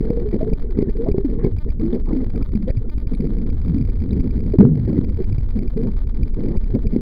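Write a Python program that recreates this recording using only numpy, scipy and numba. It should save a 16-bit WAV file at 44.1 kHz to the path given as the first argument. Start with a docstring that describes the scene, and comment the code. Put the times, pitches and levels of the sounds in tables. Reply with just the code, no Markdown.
"""Adrift in a sea cave

Heard from inside a camera's watertight housing. The surge presses slowly on the case, water sweeps
past in sloshes, air pockets glug around it, and the case takes dull knocks and one heavy bump.
The camera's gain control pumps with the surge in small steps, each leaving a faint tick."""
import sys
import numpy as np
from scipy import signal
from scipy.fft import rfft, irfft, next_fast_len
from scipy.io import wavfile
from scipy.ndimage import uniform_filter1d
from numba import njit

SR = 44100
rng = np.random.default_rng(int(sys.argv[2]) if len(sys.argv) > 2 else 0)


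def file_out(sig):
    """Save sig as 16-bit WAV at sys.argv[1]."""
    # one column per channel
    cols = np.atleast_2d(sig).T
    # limit, then scale
    lim = np.clip(cols, -1, 1)
    pcm = np.round(lim * 32767).astype(np.int16)
    wavfile.write(sys.argv[1], SR, pcm)


N = 309128
T = np.arange(N) / SR


def undb(db):
    """Decibels to gain."""
    return 10 ** (np.asarray(db) / 20)


def colour(x, response):
    """EQ a sound along a curve of f/Hz, gain/dB."""
    hz, db = np.transpose(response)
    size = next_fast_len(N + SR)
    bins_hz = np.maximum(np.fft.rfftfreq(size, 1 / SR), 1)
    gain = undb(np.interp(np.log(bins_hz), np.log(hz), db))
    return irfft(rfft(x, size) * gain, size)[:N]


def add(out, start_s, sound):
    """Mix a sound in at its start time."""
    i = max(int(start_s * SR), 0)
    out[i:i + len(sound)] += sound[:max(N - i, 0)]


def envelope(start_s, length_s, attack_s, release_s):
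    """Rise smoothly toward 1; die away once length_s has passed."""
    t = T - start_s
    rise = np.sin(np.pi / 2 * np.clip(t / attack_s, 0, 1)) ** 2
    return rise * np.exp(-np.clip((t - length_s) / release_s, 0, 20))


def flutter(rate_hz):
    """Slewed random sample-and-hold, with a spread near 1."""
    size = max(int(SR / rate_hz), 2)
    held = rng.standard_normal(N)[np.arange(N) // size]
    return uniform_filter1d(held, size)


def turbulence(spectrum, steady_s):
    """Turbulent pressure: coloured noise, its level ridden flat over steady_s."""
    noise = colour(rng.standard_normal(N), spectrum)
    size = max(int(steady_s * SR), 2)
    power = uniform_filter1d(uniform_filter1d(noise ** 2, size), size)
    return noise / np.sqrt(power)


def bubble(hz, swell_s, octaves_per_s):
    """A pulsing air pocket swells to peak 1 and dies away as its pitch slides."""
    t = T[:int(10 * swell_s * SR)]
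    swell = t / swell_s * np.exp(1 - t / swell_s)
    pitch_hz = hz * 2 ** (octaves_per_s * t)
    return swell * np.sin(2 * np.pi * np.cumsum(pitch_hz) / SR)


def surge(trim_db=-1, rise_s=0.0011, fall_s=0.018, nudge_db=-17, nudge_count=8):
    """The swell leans on the case with deep pressure and shoves it to and fro, with weak random nudges."""
    # slow swell of pressure on the case: t/s, level/dB before trim
    swell = [(0, -19), (0.7, -18), (1.2, -20), (1.6, -20), (1.95, -19.5), (2.38, -16.5), (2.55, -19.5),
             (3.05, -20.5), (3.25, -18), (4.1, -21.5), (4.55, -18), (4.75, -24.5), (4.95, -26),
             (5.25, -16.5), (6.1, -17.5), (6.8, -17.5), (7.0, -22)]
    # sub-heavy spectrum of that pressure: f/Hz, relative level/dB
    spectrum = [(4, -3.5), (12, 2), (24, 4), (35, -1.5), (50, -4), (75, -16), (110, -23), (200, -34),
                (400, -75), (3000, -140)]
    # the stronger shoves: t/s, level/dB
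    shoves = [(.287, -10.5), (.535, -3), (.908, -8), (1.118, -1), (1.471, -8), (1.586, -8), (1.704, -7),
              (2.266, -12.5), (2.427, -0.5), (2.705, -8), (2.901, -5.5), (2.980, -9.5), (3.072, -9),
              (3.269, -10.5), (3.503, -3), (3.900, -3.5), (4.039, -9), (4.207, -5), (4.305, -9.5),
              (4.387, -13), (5.047, -9.5), (5.101, -6.5), (5.246, -2), (5.591, -6.5), (5.682, -2),
              (5.918, -9.5), (5.976, -10), (6.072, -14), (6.232, -7.5), (6.575, 2), (6.724, -9.5),
              (6.870, -4.5)]
    swell_db = np.interp(T, *np.transpose(swell))
    out = undb(swell_db + trim_db) * turbulence(spectrum, steady_s=0.065)
    lead_s = .03
    t = T[:SR // 5] - lead_s
    push = 1 / (np.exp(-t / rise_s) + np.exp(t / fall_s))
    nudges = [(when * T[-1], nudge_db) for when in rng.random(nudge_count)]
    for k, (s, db) in enumerate(shoves + nudges):
        add(out, s - lead_s, (-1) ** k * undb(db) * push / push.max())
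    return out


def knocks(trim_db=1, ring_t60_s=0.072, min_contact_ms=.75):
    """A soft contact pushes the case in and out; the wall rings on, damped by the water."""
    # hits on the housing: t/s, level/dB before trim, contact/ms, ring f/Hz, ring against thud/dB
    hits = [(.010, -12, 0.92, 397, -15), (0.105, -8.5, 0.87, 477, -5.5), (.174, -18, 0.58, 466, -1),
            (.431, -7.5, 0.57, 433, -11), (0.528, -20, 0.77, 435, -3), (0.79, -6.5, 0.71, 409, -8),
            (0.827, -6, 0.64, 391.5, -5), (1.088, -11, 0.81, 414, -2.5), (1.144, -11.5, 1.3, 375, 3.5),
            (1.183, -7.5, .9, 393, -2), (1.448, -5, 0.85, 403, -2.5), (2.109, -15.5, 0.71, 390, -24.5),
            (2.133, -15, 0.48, 311, 1), (2.553, -13, 1.2, 400, -37), (3.223, -14, 1.4, 376.5, -5.5),
            (4.589, 2.5, 1.12, 283, -25.5), (4.99, -0.5, 1.02, 236, -19), (6.964, -5.5, 0.62, 242, -3)]
    out = np.zeros(N)
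    lead_s = .008
    t = T[:SR // 4] - lead_s
    after = np.maximum(t, 0)
    decay = np.exp(-np.log(1000) * after / ring_t60_s)
    for s, db, contact_ms, hz, ring_db in hits:
        u = t * 1000 / max(contact_ms, min_contact_ms)  # time in contact lengths
        thud = -u * np.exp((1 - u ** 2) / 2)
        ring = -np.sin(2 * np.pi * hz * after) * decay * np.tanh(u) ** 2
        add(out, s - lead_s, undb(db + trim_db) * (thud + undb(ring_db) * ring))
    return out


def glugs(trim_db=1):
    """Large pockets of trapped air pulse, each on a note of its own."""
    # air pockets: t/s, f/Hz, level/dB before trim, swell/s, glide/(octaves per s)
    pockets = [(0.175, 469, -29.5, 0.019, 0), (.250, 423, -24.5, 0.013, -0.5),
               (.408, 606, -24.5, 0.0089, 5), (.470, 441, -22, 0.0074, -0.5), (0.983, 435, -25.5, 0.023, 3),
               (1.060, 618, -30, 0.0066, 7.5), (1.188, 405, -26.5, 0.011, 0.5),
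               (1.245, 307, -13.5, 0.01, -11), (1.516, 95.8, -22, 0.021, -2),
               (1.811, 302.4, -19.5, 0.029, 2.5), (2.159, 252.2, -13, 0.0145, 1.5),
               (2.555, 210, -13, 0.0089, -1.5), (2.63, 191.7, -17, 0.0064, 2.5),
               (2.677, 490, -26, 0.0082, 6), (2.769, 104, -10, 0.0081, 3), (3.520, 86.6, -17.5, 0.011, 12),
               (3.687, 175.3, -12, 0.011, -3.5), (3.756, 276.5, -18, 0.0075, 2),
               (3.808, 128.8, -14.5, 0.0088, 0.5), (4.594, 210, 4.5, 0.0113, -2.5),
               (4.639, 132.6, -4, 0.014, 2.5), (4.673, 160, -8, 0.03, -1), (4.763, 130.4, -15, 0.017, -3),
               (5.200, 373, -23.5, 0.0074, -2.5), (5.326, 119.5, -15, 0.0053, 3),
               (5.382, 113.5, -8.5, 0.0038, -14), (5.556, 224.2, -17.5, 0.013, -4),
               (5.769, 426, -19.5, 0.013, 2.5), (6.233, 92, -15.5, 0.0067, -1.5)]
    out = np.zeros(N)
    for s, hz, db, swell_s, glide in pockets:
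        add(out, s, undb(db + trim_db) * bubble(hz, swell_s, glide))
    return out


def churn(rumble_db=-1.5, gurgle_db=-2, froth_db=-5):
    """Stirred water rumbles past, with small bubbles gurgling on top."""
    # low body of the moving water: f/Hz, relative level/dB
    rumble_spectrum = [(50, -14), (100, -2), (160, -1), (240, 3.5), (310, -7.5), (400, -16), (600, -40),
                       (1000, -62), (5000, -125)]
    # its upper gurgle: f/Hz, relative level/dB
    gurgle_spectrum = [(200, -17.5), (340, 4.5), (450, 4), (540, -11), (660, -25), (850, -24.5),
                       (1300, -39.5), (2100, -36), (2800, -45.5), (5000, -47.5), (12000, -82)]
    rumble = undb(rumble_db) * turbulence(rumble_spectrum, steady_s=0.046)
    bubbles = undb(froth_db) * froth()
    gurgle = undb(gurgle_db) * turbulence(gurgle_spectrum, steady_s=0.056) + bubbles
    rumble_gain, gurgle_gain = stirring()
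    return rumble_gain * rumble + gurgle_gain * gurgle


def stirring(calm_rumble_db=-37.5, calm_gurgle_db=-49, flutter_db=2):
    """Faders for rumble and gurgle: calm water, sloshes and the wake add in power and flutter together."""
    # swirls sweeping past the case: t/s, length/s, relative rumble/dB, relative gurgle/dB
    sloshes = [(0.0, 0.223, -34, -31.5), (.32, .035, -18.5, -22.5), (0.392, .14, -27, -34),
               (0.608, 0.21, -54, -38.5), (0.759, .07, -22, -29.5), (0.849, 0.044, -26.5, -32),
               (0.925, 0.27, -32, -34.5), (1.272, 0.17, -30, -36), (1.431, 0.044, -19.5, -20),
               (1.65, 0.039, -34, -36.5), (1.789, 0.084, -19.5, -32.5), (1.915, 0.051, -22, -26.5),
               (2.069, .16, -24, -28.5), (2.33, 0.078, -23, -30.5), (2.514, 0.1006, -28, -57),
               (2.662, 0.029, -24.5, -26.5), (2.832, 0.039, -41, -40.5), (3.107, 0.04, -22.5, -35),
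               (3.18, 0.12, -22.5, -37), (3.294, 0.25, -27, -42), (3.641, .16, -19.5, -39),
               (3.866, 0.041, -28, -36), (3.999, 0.28, -21, -36.5), (4.296, .25, -25.5, -39.5),
               (4.762, 0.013, -18, -25), (4.86, .12, -17.5, -31.5), (4.992, 0.13, -23.5, -34.5),
               (5.17, 0.04, -30, -32.5), (5.236, 0.12, -33, -61), (5.554, 0.1, -24.5, -35.5),
               (5.751, 0.1335, -19.5, -34), (6.164, 0.09, -27, -51.5), (6.351, 0.22, -25.5, -33),
               (6.733, .035, -14, -30), (6.826, 0.071, -28.5, -38.5), (6.916, .06, -20.5, -34)]
    rumble_power, gurgle_power = undb(calm_rumble_db) ** 2, undb(calm_gurgle_db) ** 2
    for s, length_s, rumble_db, gurgle_db in sloshes:
        slowing_s = 0.057 * length_s  # longer sloshes swell and fade more slowly
        swirl = envelope(s, length_s, attack_s=.016 + slowing_s, release_s=.012 + slowing_s)
        rumble_power += (undb(rumble_db) * swirl) ** 2
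        gurgle_power += (undb(gurgle_db) * swirl) ** 2
    wake_rumble, wake_gurgle = wake()
    gains = np.sqrt([rumble_power + wake_rumble ** 2, gurgle_power + wake_gurgle ** 2])
    return gains * undb(flutter_db * flutter(rate_hz=25))


def wake(start_s=4.588, attack_s=0.018, rumble_db=-4.5, gurgle_db=-13.5):
    """Envelopes of the wake thrown up by the heavy bump; its gurgle dies sooner than its rumble."""
    rumble = undb(rumble_db) * envelope(start_s, attack_s, attack_s, release_s=0.09)
    gurgle = undb(gurgle_db) * envelope(start_s, attack_s, attack_s, release_s=0.054)
    return rumble, gurgle


def froth(low_hz=320, high_hz=2400, swell_cycles=3, spread_db=20.5, count=1400):
    """A crowd of small bubbles of random size, at rms 1."""
    # how the case muffles small bubbles: f/Hz, relative gain/dB
    through_case = [(200, -9), (450, 2), (560, -12.5), (850, -26), (1300, -25), (2100, -21.5),
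                    (3000, -36.5), (12000, -69.5)]
    crowd = np.zeros(N)
    for when, pitch, strength, slide in rng.random((count, 4)):
        hz = low_hz * (high_hz / low_hz) ** pitch
        blip = bubble(hz, swell_cycles / hz, octaves_per_s=2 * slide)
        add(crowd, when * T[-1], undb(spread_db * strength) * blip)
    muffled = colour(crowd, through_case)
    return muffled / np.sqrt(np.mean(muffled ** 2))


def buffet(db=-23.5):
    """While the current runs fast, eddies shed by the case make a deep flutter."""
    # pressure of the eddies: f/Hz, relative level/dB
    spectrum = [(30, -22), (55, -2.5), (75, -0.5), (100, -5.5), (160, -27), (400, -68.5), (3000, -140)]
    current = envelope(start_s=3.3, length_s=1.95, attack_s=0.3, release_s=0.3)
    return undb(db) * current * turbulence(spectrum, steady_s=0.31)


def squelches(spread_octaves=0.56, swell_cycles=0.95, count=14):
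    """Water squeezed through a gap breaks into a handful of bubbles of like size."""
    # tight bursts of bubbles: t/s, length/s, top level per bubble/dB, centre f/Hz
    bursts = [(.405, 0.042, -43, 750), (1.06, .03, -40.5, 900), (1.386, .04, -44, 980),
              (1.389, .04, -44, 2100), (2.060, 0.058, -38.5, 930), (2.400, .025, -44, 1113),
              (2.674, 0.036, -28.5, 503), (2.678, 0.035, -37.5, 2100), (2.678, 0.022, -43, 3660),
              (4.535, 0.02, -9.5, 390), (5.868, .025, -43, 1024), (6.531, 0.033, -39.5, 800),
              (6.75, .02, -19, 432)]
    out = np.zeros(N)
    for s, length_s, db, centre_hz in bursts:
        for k, (when, pitch, strength) in enumerate(rng.random((count, 3))):
            hz = centre_hz * 2 ** (spread_octaves * (pitch - .5))
            blip = bubble(hz, swell_cycles / hz, octaves_per_s=0.87)
            add(out, s + length_s * (k + when) / count, undb(db) * strength * blip)
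    return out


def snaps(decay_s=0.0023, half_width=0.076):
    """Tiny bright cracks in the water, each a noise burst in one narrow band."""
    # sharp cracks: t/s, peak level/dB, f/Hz
    cracks = [(1.927, -46, 3440), (3.149, -33.5, 2456), (3.148, -38, 3920), (3.15, -26, 8630),
              (4.108, -39, 3890), (4.589, -33, 9150)]
    out = np.zeros(N)
    t = T[:SR // 20]
    for s, db, hz in cracks:
        band = signal.butter(2, [hz * (1 - half_width), hz * (1 + half_width)], "band", fs=SR, output="sos")
        burst = rng.standard_normal(len(t)) * np.exp(-t / decay_s)
        crack = signal.sosfilt(band, burst)
        add(out, s, undb(db) * crack / np.abs(crack).max())
    return out


def hiss(db=-86):
    """The microphone's own faint noise floor."""
    return undb(db) * rng.standard_normal(N)


@njit
def gain_control(x, limit_db=-13., step_db=0.7535, range_db=8., clock_hz=2405., hold_ticks=13., up_ticks=8.):
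    """Gain in dB: a step down per clock tick while too loud; after a hold, a step up every up_ticks."""
    out = np.zeros(len(x))
    db, quiet_ticks = 0., 0.
    limit = 10 ** (limit_db / 20)
    for i in range(len(x)):
        if int(i * clock_hz / SR) != int((i - 1) * clock_hz / SR):
            quiet_ticks += 1
            if abs(x[i]) * 10 ** (db / 20) > limit:
                db, quiet_ticks = max(db - step_db, -range_db), -hold_ticks
            elif quiet_ticks >= up_ticks:
                db, quiet_ticks = min(db + step_db, 0.), 0.
        out[i] = db
    return out


def scene():
    """Everything reaches the one microphone through the case."""
    return (surge() + churn() + buffet() + knocks() + glugs() + squelches() + snaps() + hiss())[None]


def record(dry, drive_db=3.0, low_cut_hz=12, knee=9, top_hz=15800):
    """The camera's chain: pumping gain, low cut, soft clipping on the heavy bump, treble EQ, high cut."""
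    # the camera's notchy treble: f/Hz, gain/dB
    camera_eq = [(1000, 1.5), (2350, -0.5), (2750, -17), (3100, -1.5), (4300, 0), (4900, -1.5), (5600, -17),
                 (7200, -13), (8100, -28), (9600, -7), (11000, -17.5), (12000, -6), (14500, -8)]
    low_cut = signal.butter(1, low_cut_hz, "high", fs=SR, output="sos")
    high_cut = signal.ellip(8, .2, 70, top_hz, fs=SR, output="sos")
    driven = dry[0] * undb(drive_db)
    pumped = driven * undb(gain_control(driven))
    trimmed = signal.sosfilt(low_cut, pumped)
    clipped = trimmed / (1 + np.abs(trimmed) ** knee) ** (1 / knee)
    return signal.sosfilt(high_cut, colour(clipped, camera_eq))[None]


dry = scene()
out = record(dry)
file_out(out)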